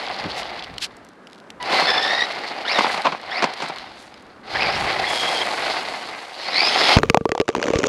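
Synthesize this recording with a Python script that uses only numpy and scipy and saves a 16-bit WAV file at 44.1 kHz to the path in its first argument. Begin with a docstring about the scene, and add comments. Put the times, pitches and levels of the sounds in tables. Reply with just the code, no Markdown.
"""A small electric model truck drives on asphalt round a camera that lies on the ground of a skate park.
Tyre noise surges as it coasts up, reverses, lands hard at a ramp, circles and charges the camera; gears whine
in harmonics at each burst of throttle. The struck camera knocks, rattles and skids as clicks, thuds and case modes.
A dog's paws pad and scuff past, grit snaps in short noise bursts; light wind and a distant town are shaped noise."""
import sys
import numpy as np
from scipy import signal
from scipy.fft import rfft, irfft
from scipy.io import wavfile
from scipy.ndimage import uniform_filter1d

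SR = 44100
rng = np.random.default_rng(int(sys.argv[2]) if len(sys.argv) > 2 else 0)


def dump_mix(stems):
    """Bounce the given channels to the path in sys.argv[1] as a 16-bit WAV at rate SR."""
    frames = np.atleast_2d(stems).T  # one column per channel
    limited = np.clip(frames, -1, 1)  # hard clip at full scale
    pcm = np.round(limited * 32767).astype(np.int16)
    wavfile.write(sys.argv[1], SR, pcm)


N = 347508
TIME_S = np.arange(N) / SR

# Truck surges: at speed t/s, hold/s, body level/dB, rise/(dB/s), drift/(dB/s), fall/(dB/s),
# boom re body/dB, hiss re body/dB
SURGES = [(0.0, 0.53, -30, 100, -8.5, 44, -8.5, -7), (1.725, 0.67, -19, 160.5, -19.5, 85, -11, -6),
          (2.333, 0.22, -31.5, 200, -4.5, 28, -7, -5), (2.765, 0.14, -22.5, 90, -16, 53, -15, -6.5),
          (3.416, 0.018, -25.5, 63, -8, 93, -12.5, -10), (3.62, 0.049, -31.5, 65, -35, 36, -23, -6.5),
          (4.566, 1.1, -25, 150, 0, 22.5, -11, -6.5), (6.556, 0.4, -26.5, 60, 25, 897, -9.5, -3)]
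# Tyre noise spectrum: f/Hz, level/dB
ROLL_SPECTRUM = [(70, -54), (92, -25.5), (472, -4), (850, 1), (1520, -4.5), (1900, -9.5), (2720, -7),
                 (4360, -12.5), (5460, -29.5), (10500, -35.5), (13400, -48), (15000, -79)]
# Tyre and plastic chassis resonances: f/Hz, width/Hz, level re the rest/dB
CHASSIS_MODES = [(754, 117, 1.5), (2050, 314, 7), (1090, 120, -19), (5110, 1100, 9.5)]
KICK_DB = -20  # a surge sets in abruptly this far under its full level
BODY_FLUTTER_DB, HISS_FLUTTER_DB = 1.9, 2.0

# Throttle bursts: t/s, length/s, first mesh rate f/Hz, last mesh rate f/Hz, level/dB, overtones/dB
THROTTLE = [(1.70, .16, 2000, 2160, -28, -1), (1.855, .19, 1740, 1760, -24.5, 1.5),
            (2.03, .215, 1730, 1950, -22, -1), (2.645, .082, 1250, 2580, -23.5, -1),
            (2.715, .07, 2150, 1750, -28, 3), (2.82, .025, 2050, 1800, -31, 4),
            (3.295, .095, 1400, 2480, -27.5, -3.5), (4.535, .09, 1400, 2480, -23.5, -5),
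            (4.625, .055, 2550, 2270, -25, -3), (4.68, .09, 2300, 2750, -26, -3),
            (5.025, .035, 1840, 2100, -25, -9), (5.06, .36, 3380, 3220, -25.5, 1.5),
            (6.44, .07, 1950, 2400, -34, 3), (6.515, .17, 1850, 2580, -21.5, 2.5),
            (6.675, .145, 3150, 3450, -26.5, 10), (6.82, .135, 3480, 3120, -22, 7)]
# Gearbox radiation: f/Hz, gain/dB
GEARBOX_SPECTRUM = [(700, -6), (1500, 0), (1950, 1), (3600, -1), (5050, 2), (5500, -4), (6100, -20),
                    (7800, -30), (9200, -19), (14000, -46)]
# Tooth rasp spectrum: f/Hz, level/dB
RASP_SPECTRUM = [(1200, -30), (2050, -2), (2750, -10), (3400, 2), (4600, 1), (5100, 8), (5650, -9),
                 (7600, -30), (9200, -20), (14000, -55)]
GEAR_RASP_DB = -10.5  # re the overtones
SPIN_UP_S, WHINE_ATTACK_S, WHINE_RELEASE_S = .28, .022, .02
# Buzz of the stalled motor: t/s, length/s, f/Hz, level/dB
MOTOR_START = (1.602, .04, 985, -29.5)

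# Truck bumps and landings: t/s, peak level/dB, ring t60/s, upper band edge f/Hz
BUMPS = [(1.706, -15, .05, 6000), (1.730, -10, .14, 5000), (1.820, -10, .07, 3000), (2.787, -2, .05, 5500),
         (2.808, -5, .03, 2000), (2.845, -5, .008, 1800), (2.866, -13, .09, 5000), (2.942, -13, .07, 7000),
         (2.977, -13, .04, 5000), (3.046, -10, .12, 4000), (3.053, -4, .14, 4000), (3.068, -6, .05, 3000),
         (3.121, -12, .1, 4000), (3.148, -15, .015, 2000), (3.423, -6, .1, 6000), (3.441, -2, .025, 6500),
         (3.602, -19, .025, 5000), (3.620, -12, .13, 8000), (3.697, -16, .07, 4000), (6.968, -1, .04, 5000)]
# Bump spectrum: f/Hz, level/dB
BUMP_SPECTRUM = [(70, -49), (160, -3), (420, -3), (1000, 3), (1950, -12.5), (2380, -5), (2970, -12),
                 (4520, -12.5), (10300, -29), (14000, -83)]

# Tyres sliding in turns: full t/s, hold/s, level/dB, fall/(dB/s)
SCRUBS = [(2.892, 0.04, -41, 112), (4, 0.029, -50, 144), (4.79, 0.025, -39, 69), (5.105, 0.072, -34.5, 15)]
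# Scrub spectrum: f/Hz, level/dB
SCRUB_SPECTRUM = [(4000, 4.5), (6500, 3.5), (10500, -2.5), (15000, -30)]
SCRUB_RISE_DB_S = 212

# Camera strikes the ground: t/s, click peak/dB, thud/dB re THUD_DB, thud f/Hz, clack/dB re CLACK_DB
KNOCKS = [(6.9676, -25, -17, 238, -7.5), (6.986, -6, -16, 436, -25), (7.0329, -5, -13.5, 417, -14),
          (7.0991, 2, -14.5, 188, -35), (7.1451, -5, -8.5, 460, -9), (7.1724, -7.5, -20, 179, -10),
          (7.2094, -32, -23, 200, -39), (7.2546, -18, -15, 383, -17), (7.2915, -16.5, -20, 470, -31),
          (7.318, -7.5, -17, 413, -24), (7.351, -21, -23, 495, -18.5), (7.378, -17.5, -27, 498, -21.5),
          (7.4002, -9.5, -13.5, 390, -32), (7.413, -14, -21, 474, -15.5), (7.4888, -10, -15, 410, -18),
          (7.5506, -12, -27, 360, -16.5)]
# Sliding case catches on stones: t/s, click peak/dB, thud/dB re THUD_DB
CATCHES = [(7.4804, -14.5, -26), (7.5002, -20, -32), (7.5636, -18, -25), (7.5803, -24, -25),
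           (7.5987, -19, -31), (7.6278, -9, -26), (7.640, -14.5, -25), (7.6676, -14, -32),
           (7.683, -13.5, -25), (7.7026, -21, -19), (7.735, -15, -14), (7.757, -8, -24),
           (7.787, -22, -18.5), (7.832, -15, -22), (7.84, -7, -20)]
THUD_DB, CLACK_DB = 9, 11
CATCH_HZ = 440  # centre of the random thud pitches
CATCH_CLACK_DB = -12.5  # re the click, before CLACK_DB is added
# Case modes: f/Hz, level/dB, t60/s of a free ring
CASE_MODES = [(460.5, -5.5, 0.062), (1170, -17.5, 0.054), (560, -27, 0.088)]
# Case click spectrum: f/Hz, level/dB
CASE_SPECTRUM = [(500, -12), (1200, 10.5), (2400, 12.5), (3400, 5), (7000, -2.5), (8200, -14.5),
                 (11000, -21), (15000, -46)]

# Camera slides: full t/s, hold/s, level/dB, rise/(dB/s), fall/(dB/s)
SLIDES = [(6.985, 0.034, -29, 898, 165), (7.65, .3, -24.5, 90, 100)]
# Skid spectrum: f/Hz, level/dB
SKID_SPECTRUM = [(60, -21), (264, 0), (380, 0), (470, 3.5), (560, 3.5), (680, -12), (1190, -8.5),
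                 (1840, -32), (2300, -17), (5130, -34), (5880, -24), (6900, -28), (8100, -42), (14000, -64)]
RATTLE_PER_S, RATTLE_DB = 86, -10.5  # level re the slide
# Sharp stones scratch the case: t/s, spread/s, level/dB
SCRAPES = [(7.789, .002, -21), (7.868, 0.0028, -27)]
# Scratch spectrum: f/Hz, level/dB
SCRAPE_SPECTRUM = [(2000, -14), (5800, -2), (7100, 0), (8200, -18), (14000, -44)]

# Grit snaps under tyres and paws: t/s, peak level/dB
GRIT = [(0.639, -24), (0.7397, -33), (0.7816, -15.5), (1.271, -27), (1.5028, -24), (1.627, -18.5),
        (3.019, -21), (3.214, -31), (3.5366, -19.5), (3.7609, -24.5), (3.7847, -20), (4.1415, -31)]
# Grit spectrum: f/Hz, level/dB
GRIT_SPECTRUM = [(500, -44), (900, -13), (2300, -4), (3100, 0), (4600, -1), (6500, -12), (11000, -20),
                 (13500, -36), (16000, -62)]
# Fine grains tick: t/s, peak level/dB
TICKS = [(0.968, -35), (1.048, -39), (1.0879, -39), (3.687, -28), (4.224, -41)]
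# Range of the stones' pitches: lowest f/Hz, highest f/Hz
PING_HZ = (2500, 5200)
# Tick band: low edge f/Hz, high edge f/Hz
TICK_BAND_HZ = (4100, 9300)
# Slow tyres close by crush coarse grit: t/s, length/s, rms level over that length/dB
CRUNCH = (0, 0.78, -41)

# A paw pads down beside the camera: t/s, spread/s, level/dB
PAW = (0.266, 0.01, -25)
# Paws drag over the asphalt: t/s, spread/s, level/dB
SCUFFS = [(0.392, 0.019, -31), (0.835, 0.014, -22.5)]

# Wind gusts: full t/s, hold/s, level/dB re WIND_DB
GUSTS = [(0.076, 0.59, -52), (4.55, 0.38, -41), (6.995, 0.071, -38)]
# Wind spectrum: f/Hz, level/dB
WIND_SPECTRUM = [(20, 3), (130, -6), (300, -11.5), (800, -57)]
WIND_DB, BREEZE_DB = 5.0, -63  # the steady breeze is re WIND_DB
GUST_RISE_DB_S, GUST_FALL_DB_S = 297, 73
# Town spectrum: f/Hz, level/dB
TOWN_SPECTRUM = [(50, -30), (227, -1), (900, -8), (1600, -10), (2500, -22.5), (5160, -33), (11400, -43.5),
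                 (15000, -81)]
TOWN_DB = -46
HUSH_S, HUSH_DB = 6.2, -31  # from here the far town drops away and the fine crackle stops
TOP_HZ = 15800


def undb(db):
    """Decibels to gain."""
    return 10 ** (np.asarray(db) / 20)


def unit(x):
    """Scale to rms 1."""
    return x / np.sqrt(np.mean(x ** 2))


def peak(x, db):
    """Scale to a peak level."""
    return x * undb(db) / np.abs(x).max()


def noise(count=N):
    """White Gaussian noise."""
    return rng.standard_normal(count)


def gain_at(hz, points):
    """Gain of a (f/Hz, level/dB) spectrum, interpolated over log frequency."""
    f_hz, db = np.transpose(points)
    return undb(np.interp(np.log(hz + 1), np.log(f_hz), db))


def colour(x, points, order=4096):
    """Minimum-phase filter with the given spectrum, by folding the cepstrum."""
    cepstrum = irfft(np.log(gain_at(np.arange(order // 2 + 1) * SR / order, points)))
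    cepstrum[1:order // 2] *= 2
    cepstrum[order // 2 + 1:] = 0
    return signal.fftconvolve(x, irfft(np.exp(rfft(cepstrum))))[:len(x)]


def band(x, lo_hz, hi_hz):
    """Gentle band-pass."""
    edges_hz = [lo_hz, min(hi_hz, SR / 2 - 1)]
    return signal.sosfilt(signal.butter(2, edges_hz, "band", fs=SR, output="sos"), x)


def split(x, order, hz, kind):
    """Zero-phase low- or high-pass."""
    return signal.sosfiltfilt(signal.butter(order, hz, kind, fs=SR, output="sos"), x)


def walk(rate_hz):
    """Random wander of rms 1, linear between knots at the given rate."""
    knots = noise(N // 20)
    return unit(np.interp(TIME_S * rate_hz, np.arange(len(knots)), knots))


def grains(per_s, spread_db):
    """Tiny contacts at random moments, of random sign and size, rms 1."""
    hits = rng.random(N) < per_s / SR
    signs = rng.choice([-1, 1], N)
    return unit(hits * signs * undb(spread_db * np.clip(noise(), -2, 2)))


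def fade(t_s, t60_s):
    """Exponential decay by 60 dB in t60."""
    return np.exp(-np.log(1000) * t_s / t60_s)


def sine(hz, t_s):
    """Steady sine."""
    return np.sin(2 * np.pi * hz * t_s)


def during(start_s, end_s):
    """1 between two times, with short fades."""
    return uniform_filter1d(1. * ((TIME_S >= start_s) & (TIME_S <= end_s)), size=200)


def envelope_db(s, hold_s, rise_db_s, fall_db_s, drift_db_s=0):
    """Level that rises to 0 dB at time s, drifts during the hold, then falls."""
    t = TIME_S - s
    held = drift_db_s * np.clip(t, 0, hold_s)
    return rise_db_s * np.minimum(t, 0) + held - fall_db_s * np.maximum(t - hold_s, 0)


def swell(s, spread_s, db):
    """Brief bell-shaped rise and fall in gain."""
    return undb(db) * np.exp(-.5 * ((TIME_S - s) / spread_s) ** 2)


def add(out, s, x):
    """Mix a short sound in at time s."""
    i = max(int(s * SR), 0)
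    out[i:i + len(x)] += x[:N - i]


def rolling():
    """Tread slaps the stones and shakes the chassis, loose grit hisses; the strongest surge leads each band."""
    body_db = boom_db = hiss_db = -np.inf
    for s, hold_s, db, rise, drift, fall, boom_re_db, hiss_re_db in SURGES:
        started = TIME_S > s + KICK_DB / rise
        level_db = np.where(started, db + envelope_db(s, hold_s, rise, fall, drift), -np.inf)
        body_db = np.maximum(body_db, level_db)
        boom_db = np.maximum(boom_db, level_db + boom_re_db)
        hiss_db = np.maximum(hiss_db, level_db + hiss_re_db)
    taps = grains(per_s=1300, spread_db=3.0) + 0.79 * noise()
    tread = colour(taps, ROLL_SPECTRUM)
    # each resonance is rattled harder or softer from moment to moment
    modes = sum(undb(db + 2 * walk(39)) * signal.lfilter(*signal.iirpeak(hz, hz / width_hz, fs=SR), tread)
                for hz, width_hz, db in CHASSIS_MODES)
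    tyres = tread + modes
    low = split(tyres, 3, 520, "low")
    high = split(tyres, 3, 2900, "high")
    # uneven ground shakes the body and the grit hiss separately
    shake = undb(BODY_FLUTTER_DB * np.clip(walk(90), -2, 2))
    spray = undb(HISS_FLUTTER_DB * np.clip(walk(90), -2, 2))
    body = undb(body_db) * unit(shake * (tyres - low - high))
    boom = undb(boom_db) * unit(shake * low)
    hiss = undb(hiss_db) * unit(spray * high)
    return body + boom + hiss


def gears(harmonics=4):
    """Meshing teeth sing in harmonics; backlash and the bumpy ground shake their pitch and strength."""
    out = np.zeros(N)
    speed = 1 + .01 * walk(520) + .011 * walk(70)
    load = undb(2.2 * walk(65) - .5)  # bouncing wheels load and unload the teeth
    slip = .027 * walk(110)
    # rattling teeth scatter strength and phase, which frays each harmonic
    rattles = [.6 + .55 * (walk(280) + 1j * walk(280)) for _ in range(harmonics)]
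    rasp = undb(GEAR_RASP_DB) * unit(colour(grains(per_s=4000, spread_db=-1.5), RASP_SPECTRUM))
    for s, length_s, first_hz, last_hz, db, overtones_db in THROTTLE:
        on = (TIME_S >= s) & (TIME_S <= s + length_s + WHINE_RELEASE_S)
        t = TIME_S[on] - s
        push = np.clip(np.minimum(t / WHINE_ATTACK_S, 1 - (t - length_s) / WHINE_RELEASE_S), 0, 1)
        progress = np.expm1(-t / SPIN_UP_S) / np.expm1(-length_s / SPIN_UP_S)
        hz = first_hz + (last_hz - first_hz) * progress
        # teeth chatter and wheels slip more while the motor revs up hard
        strain = np.clip(np.gradient(hz) * SR / 6000, 0, .8)
        hz = hz * (speed[on] + strain * slip[on])
        phase = 2 * np.pi * np.cumsum(hz) / SR
        whine = 0
        for k, rattle in enumerate(rattles, 1):
            strength = gain_at(k * hz, GEARBOX_SPECTRUM) * min(1, 2 / k) ** 2 * undb(overtones_db * (k > 1))
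            whine = whine + strength * (rattle[on] * np.exp(1j * k * phase)).real
        # off-centre spur gear and pinion press harder once a turn: sidebands
        runout = 1 + .45 * np.sin(phase / 27) + strain * np.sin(phase / 8)
        teeth = load[on] * whine + undb(overtones_db) * rasp[on]
        loudness = undb(db) * hz / max(first_hz, last_hz)  # faster gears are louder
        out[on] += teeth * runout * push * loudness
    return out


def motor_start(second_db=-6, third_db=-17):
    """The speed controller's pulses make the windings buzz in three harmonics until the wheels turn."""
    s, length_s, hz, db = MOTOR_START
    buzz = sine(hz, TIME_S) + undb(second_db) * sine(2 * hz, TIME_S) + undb(third_db) * sine(3 * hz, TIME_S)
    return undb(db) * during(s, s + length_s) * buzz


def bumps():
    """Each blow sets the loose shell and suspension chattering: decaying noise of uneven strength."""
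    out, t = np.zeros(N), TIME_S[:SR // 5]
    for s, db, t60_s, dull_hz in BUMPS:
        chatter = noise(len(t)) * np.exp(.45 * noise(len(t)))
        blow = colour(chatter * fade(t, t60_s), BUMP_SPECTRUM)
        add(out, s, peak(band(blow, 20, dull_hz), db))
    return out


def scrub():
    """Tyres sliding in the turns spray fine grit."""
    gain = sum(undb(db + envelope_db(s, hold_s, SCRUB_RISE_DB_S, fall)) for s, hold_s, db, fall in SCRUBS)
    return unit(colour(grains(per_s=5000, spread_db=10.0), SCRUB_SPECTRUM)) * gain


def knocks(click_t60_s=0.01, thud_t60_s=0.016, clack_t60_s=0.01, clack_hz=1000, lag_s=0.0011):
    """A corner clicks on stone, the housing clacks, its mass thuds a moment later and the case rings on."""
    out, t = np.zeros(N), TIME_S[:SR // 6]
    late = np.maximum(t - lag_s, 0)
    # every stone catches another part of the case, so the pitch differs
    catches = [(s, click_db, thud_db, CATCH_HZ * 2 ** rng.uniform(-0.58, 0.51), click_db + CATCH_CLACK_DB)
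               for s, click_db, thud_db in CATCHES]
    for s, click_db, thud_db, thud_hz, clack_db in KNOCKS + catches:
        mass_db = thud_db + THUD_DB
        click = peak(colour(noise(len(t)) * fade(t, click_t60_s), CASE_SPECTRUM), click_db)
        housing_hz = clack_hz * (1 + 0.35 * rng.standard_normal())
        clack = peak(sine(housing_hz, t) * fade(t, clack_t60_s), clack_db + CLACK_DB)
        soft_onset = 1 - fade(late, 0.0067)
        thud = peak(sine(thud_hz, late) * fade(late, thud_t60_s) * soft_onset, mass_db)
        ring = sum(undb(mass_db + db) * sine(hz, t) * fade(t, t60_s) for hz, db, t60_s in CASE_MODES)
        add(out, s, click - clack + thud + ring)
    return out


def skid(rasp_db=-14, scrape_t60_s=0.011, tick_db=-5, tick_t60_s=0.015):
    """The case scrapes on stone after stone as it slides; bigger stones make it rattle."""
    gain = sum(undb(db + envelope_db(s, hold_s, rise, fall)) for s, hold_s, db, rise, fall in SLIDES)
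    t = TIME_S[:SR // 20]
    scrapes = signal.fftconvolve(np.abs(grains(per_s=170, spread_db=4.5)), fade(t, scrape_t60_s))[:N]
    slide = colour((unit(scrapes) + undb(rasp_db)) * noise(), SKID_SPECTRUM)
    body = split(slide, 2, 1000, "low")
    flickering = (slide - body) * undb(2.0 + 1.1 * walk(310))
    stones = grains(per_s=RATTLE_PER_S, spread_db=1.5)
    # the modes die twice as fast here as in a free ring
    modes = sum(undb(db) * sine(hz, t) * fade(t, t60_s / 2) for hz, db, t60_s in CASE_MODES)
    ring = signal.fftconvolve(stones, modes)[:N]
    bursts = signal.fftconvolve(np.abs(stones), fade(t, tick_t60_s))[:N]
    ticks = colour(bursts * noise(), CASE_SPECTRUM)
    rattle = unit(ring) + undb(tick_db) * unit(ticks)
    return gain * (unit(body + flickering) + undb(RATTLE_DB) * rattle)


def scratches():
    """Sharp stones score the sliding case in short bright rasps."""
    return sum(swell(*scrape) for scrape in SCRAPES) * unit(colour(noise(), SCRAPE_SPECTRUM))


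def snap(t60_s=0.014):
    """One stone cracks and pings at a pitch of its own; peak 1."""
    t = TIME_S[:SR // 20]
    crack = colour(noise(len(t)) * fade(t, t60_s), GRIT_SPECTRUM)
    ping = sine(rng.uniform(*PING_HZ), t) * fade(t, t60_s)
    return peak(peak(crack, 0) + .5 * ping, 0)


def grit(tick_t60_s=0.014, crackle_db=-65):
    """Single stones snap, coarse grit crunches under the slow tyres and fine grit ticks and crackles."""
    out, stones, t = np.zeros(N), np.zeros(N), TIME_S[:SR // 20]
    for s, db in GRIT:
        add(out, s, undb(db) * snap())
    for s, db in TICKS:
        add(out, s, peak(band(noise(len(t)) * fade(t, tick_t60_s), *TICK_BAND_HZ), db))
    start_s, length_s, db = CRUNCH
    for when, size in rng.random((60, 2)):
        add(stones, start_s + length_s * when, size ** 2 * (1 - .5 * when) * snap())
    crunch = undb(db) * np.sqrt(length_s * SR / N) * unit(band(stones, *PING_HZ))
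    crackle = grains(per_s=120, spread_db=7) * undb(4 * walk(9)) * (TIME_S < HUSH_S)
    return out + crunch + undb(crackle_db) * unit(colour(crackle, GRIT_SPECTRUM))


def dog():
    """One paw pads down softly, others drag their claws over the asphalt."""
    pad = swell(*PAW) * unit(band(noise(), 107, 330))
    claws = unit(colour(grains(per_s=6900, spread_db=6.0), GRIT_SPECTRUM))
    return pad + sum(swell(*scuff) for scuff in SCUFFS) * claws


def outdoors():
    """Gusts buffet the microphone; the far town murmurs steadily, then drops away at 6.2 s."""
    gusts = sum(undb(db + envelope_db(s, hold_s, GUST_RISE_DB_S, GUST_FALL_DB_S)) for s, hold_s, db in GUSTS)
    buffeting = undb(4.2 * walk(11) + WIND_DB)
    wind = unit(colour(noise(), WIND_SPECTRUM)) * (undb(BREEZE_DB) + gusts) * buffeting
    murmur = unit(colour(noise(), TOWN_SPECTRUM)) * undb(.9 * walk(8))
    return wind + murmur * undb(TOWN_DB + HUSH_DB * (TIME_S > HUSH_S))


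def scene():
    """All sources share one channel; only a faint high hiss, following its treble, differs left to right."""
    truck = rolling() + gears() + motor_start() + bumps() + scrub()
    camera = knocks() + skid() + scratches()
    mono = truck + camera + grit() + dog() + outdoors()
    treble = np.sqrt(np.abs(uniform_filter1d(band(mono, 10200, 10300) ** 2, size=500)))
    side = undb(-2.0) * treble * unit(band(noise(), 11600, 13800))
    return np.array([mono + side, mono - side])


def record(dry):
    """The microphone loses the deep bass, the hardest knocks overload it; the top is cut."""
    thin = signal.sosfilt(signal.butter(2, 64, "high", fs=SR, output="sos"), dry)
    overloaded = np.clip(thin, -.95, .95)
    return signal.sosfilt(signal.ellip(8, .2, 70, TOP_HZ, fs=SR, output="sos"), overloaded)


dry = scene()
out = record(dry)
dump_mix(out)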